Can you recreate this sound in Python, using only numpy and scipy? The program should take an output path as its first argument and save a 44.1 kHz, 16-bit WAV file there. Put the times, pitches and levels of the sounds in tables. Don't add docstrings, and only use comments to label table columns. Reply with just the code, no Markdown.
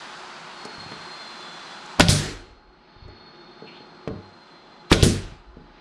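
import sys
import numpy as np
from scipy import signal
from scipy.fft import rfft, irfft, next_fast_len
from scipy.io import wavfile

SR = 44100
rng = np.random.default_rng(int(sys.argv[2]) if len(sys.argv) > 2 else 0)


def dump(signal):
    limited = np.clip(np.atleast_2d(signal).T, -1, 1)
    pcm = np.round(limited * 32767).astype(np.int16)
    wavfile.write(sys.argv[1], SR, pcm)


def elevation(decibels):
    levels = np.asarray(decibels, float)
    return 10 ** (levels / 20)


N = 255824

# (frequency [Hz], t60 [s], level on first drive [dB], on second drive [dB],
# on first return [dB], on second return [dB], on a light touch [dB])
STAIR_MODES = [(42.57, 0.57, -33.5, -19, -25, -24, -36), (97.8, 0.39, -16.5, -10.5, -5, -9, -10.5),
               (146.4, .25, -23, -15, -4.5, -2, -5.5), (171.4, 0.53, -10, -6, -16, -8.5, -6),
               (200, .25, -20, -38, -10.5, -14, -4.5), (227.4, 0.31, -23, -15.5, -14.5, -14.5, -8),
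               (250, .15, -17.5, -17.5, -16, -8, -4), (298, .1, -19, -17.5, -22.5, -16, 1),
               (333.7, 0.22, -23, -8.5, -23, -10.5, -12), (382.4, 0.076, -17.5, -12, -14.5, -6.5, -12),
               (431, 0.03, -13.5, 2.5, -17, 2, 10.5), (562, 0.041, -10, -3, -22, -21, -5),
               (603.7, 0.13, -14.5, -16.5, -12.5, -23, -4.5), (739.4, 0.04, -6, -9.5, -15, -16, -4.5),
               (1056, .03, -10.5, -8.5, -28, -13, -0.5), (1444, 0.043, -9, -3, -25.5, -24, -19),
               (3214, .02, -13, -1.5, -16, -30.5, -7)]
# (time [s], strength [dB], contact [ms], lowest board moved [Hz])
FIRST_DRIVE = [
    (1.9975, -7.5, .3, 30),
    (2.0085, -19, .3, 30),
]
SECOND_DRIVE = [
    (4.9161, -7.5, 0.63, 30),
    (4.9245, -18, .3, 29.9),
]
FIRST_RETURN = [
    (2.0882, -13, 0.86, 29.6),
    (2.123, -9.5, 3.8, 200),
]
SECOND_RETURN = [
    (5.0308, -11, 0.55, 30),
    (5.062, -10, 2.3, 200),
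]
TOUCHES = [(0.653, -35.5, 1.7, 300), (0.78, -45, 3.3, 30.9), (0.86, -38.5, 4.6, 120),
           (0.918, -38.5, 1.8, 151), (1.001, -51, 1.7, 170), (2.961, -40.5, 9.7, 29.8),
           (3.021, -36, 8.8, 30), (3.054, -34, 9.9, 29.7), (3.083, -46.5, 0.91, 297),
           (3.622, -36, 1.9, 296), (3.805, -40.5, 2.1, 250), (4.0754, -27, 0.78, 99.4),
           (4.089, -37, 1.1, 250), (4.11, -26.5, 7, 70), (5.319, -38.5, 5.7, 30), (5.569, -41, 2, 150)]
RATTLE_DB, RATTLE_T60_S = -34, .4


def stair():
    out = np.zeros(N)
    t = np.arange(SR // 4) / SR
    for kind, blows in enumerate([FIRST_DRIVE, SECOND_DRIVE, FIRST_RETURN, SECOND_RETURN, TOUCHES]):
        force = np.full(N, 1e-18)
        noises = rng.standard_normal((len(blows), len(t)))
        for (s, db, contact_ms, cut_hz), noise in zip(blows, noises):
            start = round(s * SR)
            push = np.hanning(max(round(contact_ms * SR / 1000), 1) + 2)
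            nudges = elevation(RATTLE_DB - 60 * t / RATTLE_T60_S) * noise
            nudges[0] = 1
            blow = np.convolve(nudges, push / push.sum())[:len(t)]
            blow = signal.sosfilt(signal.butter(2, cut_hz, "high", fs=SR, output="sos"), blow)
            force[start:][:len(t)] += elevation(db) * blow[:N - start]
        for hz, t60_s, *kind_db in STAIR_MODES:
            r = elevation(-60 / (t60_s * SR))
            w = 2 * np.pi * hz / SR
            ring = signal.lfilter([0, np.sin(w)], [1, -2 * r * np.cos(w), r * r], force)
            out += elevation(kind_db[kind]) * ring
    return out


# ((low edge [Hz], high edge [Hz], rise [ms], t60 [ms]), # list of
# (time [s], peak level [dB]))
STRIKES = ((1600, 10000, .33, 30), [(1.9962, -5), (4.9162, -12)])
NAIL_SEATS = ((1500, 5000, 4.3, 26), [(2.003, -0.49), (4.9227, -1.7)])
KNOCKS = ((500, 2600, 1.8, 43), [(.918, -29), (4.0746, -28), (4.922, -7.5), (2.0005, -9)])
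VALVE_CLICKS = ((2800, 5300, 2.2, 6.1), [(2.0835, -3), (5.025, -5)])
RETURN_SLAPS = ((300, 15500, .5, 15), [(2.0895, -7), (5.031, -9)])
LOW_SWELL = ((60, 980, 32, 14), [(1.978, -9)])
BROAD_SWELL = ((610, 5000, 25, 11), [(4.893, -17)])
TICKS = ((5700, 7800, 1.2, 27), [(1.858, -37), (1.965, -47.5), (2.006, -9.5), (3.08, -57)])
HOSE_CLICKS = ((3700, 8000, 1.7, 60), [(.649, -33.5), (.912, -44)])
CLOTH_LOW = ((2200, 2930, 30, 456), [(3.65, -41)])
CLOTH_HIGH = ((2760, 3840, 60, 400), [(3.7, -45.5)])


def cracks():
    out = np.zeros(N)
    t_ms = np.arange(SR // 3) / SR * 1000
    kinds = [STRIKES, NAIL_SEATS, KNOCKS, VALVE_CLICKS, RETURN_SLAPS, LOW_SWELL, BROAD_SWELL,
             TICKS, HOSE_CLICKS, CLOTH_LOW, CLOTH_HIGH]
    for (low_hz, high_hz, rise_ms, t60_ms), events in kinds:
        rise = (t_ms / rise_ms) ** 2
        decay = elevation(-60 * (t_ms - rise_ms) / t60_ms)
        shape = np.where(t_ms < rise_ms, rise, decay)
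        band = signal.butter(2, [low_hz, high_hz], "band", fs=SR, output="sos")
        for s, db in events:
            burst = signal.sosfilt(band, rng.standard_normal(len(t_ms)))
            out[round(s * SR):][:len(t_ms)] += elevation(db - 4) * shape * burst / burst.std()
    return out


# (piston fires [s], piston returns [s], blow-by level [dB], exhaust level [dB], exhaust hold [s])
SHOTS = [
    (1.9982, 2.0908, -0.5, -0.5, 0.15),
    (4.915, 5.0293, -1, -3.5, 0.11),
]
# (stroke [0 firing, 1 return], delay [s/1000], level [dB], length [ms])
PISTON_SNAP = [
    (0, 1, 0, .85),
    (0, 3.5, -3.5, 4.0),
    (0, 6.5, -11.5, 4.5),
    (1, -1, -6.5, 6.5),
]


def piston_snaps():
    out = np.zeros(N)
    for shot in SHOTS:
        for stroke, delay_ms, db, length_ms in PISTON_SNAP:
            start = round((shot[int(stroke)] + delay_ms / 1000) * SR)
            samples = length_ms * SR / 1000
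            cycle = np.arange(round(samples)) / samples
            out[start:][:len(cycle)] += elevation(db) * np.sin(2 * np.pi * cycle)
    return out


# (frequency [Hz], level [dB per Hz])
JET = [(180, -38), (300, -3.5), (378, -5), (493, -12), (592, -13), (1020, -14.5), (1290, -10.5),
       (2770, -11), (4260, -10.5), (9450, -25.5), (14300, -50.5), (15200, -53), (15900, -66)]
AIR_BANDS_HZ = [300, 900, 3000, 8500, 14000]
# (steady flow [dB],
# first burst above it [dB], burst fade [dB per s], release [dB per s])
BLOW_BY = [(-18, 13.5, 603.5, 302), (-18.5, 11, 696.5, 301), (-11.5, 9, 698.5, 298.5),
           (-11.5, 17, 599.5, 301), (-6.5, 21.5, 712.5, 299)]
EXHAUST = [(-10, 3, 140, 76), (-13, 5, 470, 88), (-16.5, 9.3, 220, 88.6), (-8.5, 23.8, 230, 143),
           (2.5, 21.9, 280, 210)]
BLOW_BY_LAG_S, VENT_LAG_S = 0.012, .0005


def exhaust():
    gain = 1e-9
    for fires, returns, blow_db, exhaust_db, hold_s in SHOTS:
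        blow_start = fires + BLOW_BY_LAG_S
        gain = gain + vent(BLOW_BY, blow_start, blow_db, returns - blow_start)
        gain = gain + vent(EXHAUST, returns + VENT_LAG_S, exhaust_db, hold_s)
    return air_noise(JET, AIR_BANDS_HZ, 20 * np.log10(gain), patchy_db=1.5)


def vent(bands, start_s, db, hold_s):
    flow, burst, fade, release = np.transpose(bands)[:, :, None]
    t = np.maximum(since(start_s), 0)
    rise = np.minimum(t / 0.0056, 1)
    steady = elevation(db + flow - release * np.maximum(t - hold_s, 0))
    return rise * steady * (1 + elevation(burst - fade * t))


# (time [s], pitch [Hz], level [dB])
WHISTLE = [(0, 4400, -72), (0.45, 4400, -62), (0.58, 4310, -50), (0.85, 4245, -45), (1.1, 4200, -47),
           (1.3, 4160, -46), (1.55, 4140, -51), (1.95, 4110, -56), (2.45, 4240, -40), (2.85, 4270, -50),
           (3.05, 4340, -45), (3.27, 4330, -41), (3.5, 4310, -45), (3.75, 4270, -42), (4.0, 4235, -50),
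           (4.5, 4140, -47), (4.9, 4120, -48), (5.8, 4070, -55)]
# (multiple of the pitch [ratio], level [dB])
WHISTLE_PARTIALS = [(.5, -15), (1, 0), (1.5, -24), (2, -20), (2.5, -26)]
# (centre [s], half length [s], level [dB])
LOW_WHISTLE = [
    (.9, 0.17, -59),
    (1.448, .35, -50.5),
    (3.45, 0.47, -50.5),
    (4.6, 0.28, -52),
]
LOW_RATIO = .835
SPELL_EDGE_DB = 7


def leak():
    change = leak_change()
    hz, db = in_time(WHISTLE)
    spells = [top - SPELL_EDGE_DB * (since(s) / half) ** 2 for s, half, top in LOW_WHISTLE]
    high = whistle(hz, db, WHISTLE_PARTIALS, change)
    low = whistle(LOW_RATIO * hz, np.max(spells, axis=0), [(1, 0), (2.2, -14)], change)
    return hiss(change) + high + low


def whistle(hz, db, partials, change):
    db = db + change[3]
    overtone_db = np.minimum(-53 + change[4] - db, 0)
    phase = 2 * np.pi * np.cumsum(hz + 12.0 * drift(60.0)) / SR
    tone = 0
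    for multiple, rel_db in partials:
        tone = tone + elevation(rel_db + overtone_db * (multiple > 1)) * np.sin(multiple * phase)
    return np.sqrt(2) * elevation(db + 3.2 * drift(45.0)) * tone


# (frequency [Hz], level [dB per Hz])
HISS = [(59, -54), (100, -26), (149, -12.5), (218, -4), (326, -12.5), (355, -15), (497, -11), (825, -3),
        (2810, -7.5), (3390, 3.5), (3690, -10), (4190, -3.5), (5170, -10.5), (9740, -31.5), (15500, -74.5)]
HISS_BANDS_HZ = [300, 1400, 1900, 5300, 6500]
LEAK_DB = [-27.5, -25, -30.5, -33, -27]
# (frequency [Hz], width [Hz], level [dB])
PIPE_TONES = [(167, 11, -65), (359, 31, -57.5), (844.4, 4.4, -61.5), (1243, 68, -63.5), (1410, 96, -64.5)]
TONES_DB, TONE_CUT_HZ = 3.5, 1700


def hiss(change):
    white = rng.standard_normal(N)
    tones = np.zeros(N)
    for hz, width_hz, db in PIPE_TONES:
        tones += elevation(db) * resonate(white, hz, width_hz) * np.sqrt(SR / width_hz / np.pi)
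    tones = signal.sosfilt(signal.butter(4, TONE_CUT_HZ, fs=SR, output="sos"), tones)
    levels_db = change + np.array(LEAK_DB)[:, None]
    return air_noise(HISS, HISS_BANDS_HZ, levels_db, patchy_db=0.6) + tones * elevation(TONES_DB + change[0])


# (time [s], share of the full duck [0-1])
BANGS = [
    (2.0, .99),
    (4.08, .6),
    (4.92, .95),
]
# (full duck [dB], hold [s], duck that stays [dB], recovery [dB per s])
DUCK = [(7.97, 0.61, 0, 11), (17.16, 0.81, 12, 6.5), (19.08, 0.65, 10, 34), (20.8, 0.71, 11.5, 27),
        (27.96, 1, 11.5, 9)]
# (time [s], level [dB])
LEAK_FLOW = [(0, 3), (.4, 0.5), (1.2, 1), (1.9, 1.05), (3.0, -2), (3.75, 0.5), (4.4, -1), (5.8, 1)]
FLOW_SHARE = [.3, .6, .8, .9, 1.8]
DUCK_ATTACK_S = .5


def leak_change():
    depth, hold, stays, rate = np.transpose(DUCK)[:, :, None]
    duck = np.zeros((len(DUCK), N))
    for s, share in BANGS:
        recovered = rate * np.maximum(since(s) - hold * share, 0)
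        back = np.maximum(share * depth - recovered, stays)
        duck = np.maximum(duck, back * np.clip(since(s) / DUCK_ATTACK_S, 0, 1))
    return np.array(FLOW_SHARE)[:, None] * in_time(LEAK_FLOW) - duck


# (time [s], peak level [dB])
RUMBLE = [
    (.8, -69),
    (1.75, -68.5),
    (2.0, -44),
    (2.17, -32.5),
    (2.45, -57),
    (3.0, -55),
    (4.93, -43),
    (5.05, -28.5),
    (5.45, -44),
]
RUMBLE_FLOOR_DB, RUMBLE_RISE_S, RUMBLE_DB_PER_S = -74, 0.086, 62.5


def rumble():
    low = signal.sosfilt(signal.butter(2, [30, 55], "band", fs=SR, output="sos"), rng.standard_normal(N))
    level = elevation(RUMBLE_FLOOR_DB)
    for s, db in RUMBLE:
        swell = np.clip(since(s) / RUMBLE_RISE_S, 0, 1)
        level = level + swell * elevation(db - RUMBLE_DB_PER_S * np.maximum(since(s), 0))
    return level * low / low.std()


ROOM_T60_S, ROOM_DB, WALL_CUT_HZ = 0.46, -28.5, 2020


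def stairwell(x):
    size = next_fast_len(N + SR)
    w = 2 * np.pi * np.arange(size // 2 + 1) / size
    dull = 1 / (1 + 1j * w * SR / (2 * np.pi * WALL_CUT_HZ))
    echo = 0
    for k, lag in enumerate(np.round(rng.uniform(.009, .04, size=10) * SR)):
        loop = elevation(-60 * lag / SR / ROOM_T60_S) * dull * np.exp(-1j * w * lag)
        echo = echo + (-1) ** k * loop / (1 - loop)
    return irfft(rfft(x, size) * echo, size)[:N]


def air_noise(spectrum, centres_hz, levels_db, patchy_db):
    out = np.zeros(N)
    edges = 25 * 2 ** (np.arange(29) / 3)
    edges = edges[edges > spectrum[0][0]]
    white = rng.standard_normal((2, N))
    together = drift(15.0)
    index = np.arange(len(centres_hz))
    for k, (low, high) in enumerate(zip(edges, edges[1:])):
        hz = np.sqrt(low * high)
        place = np.interp(np.log(hz), np.log(centres_hz), index)
        weights = np.clip(1 - abs(index - place), 0, 1)
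        band = signal.sosfilt(signal.butter(4, [low, high], "band", fs=SR, output="sos"), white[k % 2])
        flicker_db = patchy_db * (0.33 * together + drift(5.9))[::8]
        gain = elevation(at_hz(spectrum, hz) + weights @ levels_db[:, ::8] + flicker_db)
        out += band * np.repeat(gain, 8)[:N]
    return out


def resonate(x, hz, width_hz):
    r = np.exp(-np.pi * width_hz / SR)
    feedback = [1, -2 * r * np.cos(2 * np.pi * hz / SR), r * r]
    return signal.lfilter(np.array([1, 0, -1]) * (1 - r * r) / 2, feedback, x)


def drift(rate):
    r = np.exp(-80 * np.pi * rate / SR)
    slow = signal.lfilter([1], [1, -2 * r, r * r], rng.standard_normal(N // 40 + 2002))[2000:]
    return np.interp(np.arange(N) / 40, np.arange(len(slow)), slow / slow.std())


def since(s):
    return np.arange(N) / SR - s


def in_time(rows):
    s, *columns = np.transpose(rows)
    return np.array([np.interp(np.arange(N) / SR, s, c) for c in columns])


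def at_hz(points, hz):
    point_hz, db = np.transpose(points)
    return np.interp(np.log(hz), np.log(point_hz), db)


def scene():
    hits = stair() + cracks() + piston_snaps()
    mono = hits + elevation(ROOM_DB) * stairwell(hits) + exhaust() + leak() + rumble()
    return np.array([mono, mono])


def low_pass(x):
    return signal.sosfilt(signal.butter(12, 16370, fs=SR, output="sos"), x)


MIC_EDGE_HZ, MIC_TOP_DB = 9860, -14.5
CUTOFF_HZ = 16300


def record(dry):
    dull = signal.sosfilt(signal.butter(6, MIC_EDGE_HZ, fs=SR, output="sos"), dry)
    heard = dull + elevation(MIC_TOP_DB) * (dry - dull)
    rounded = 1.196 * np.tanh(heard / 1.225)
    mix = signal.sosfilt(signal.cheby2(10, 60, CUTOFF_HZ, fs=SR, output="sos"), rounded)
    mix = np.clip(mix, -1, 1)
    return low_pass(mix)


dry = scene()
out = record(dry)
dump(out)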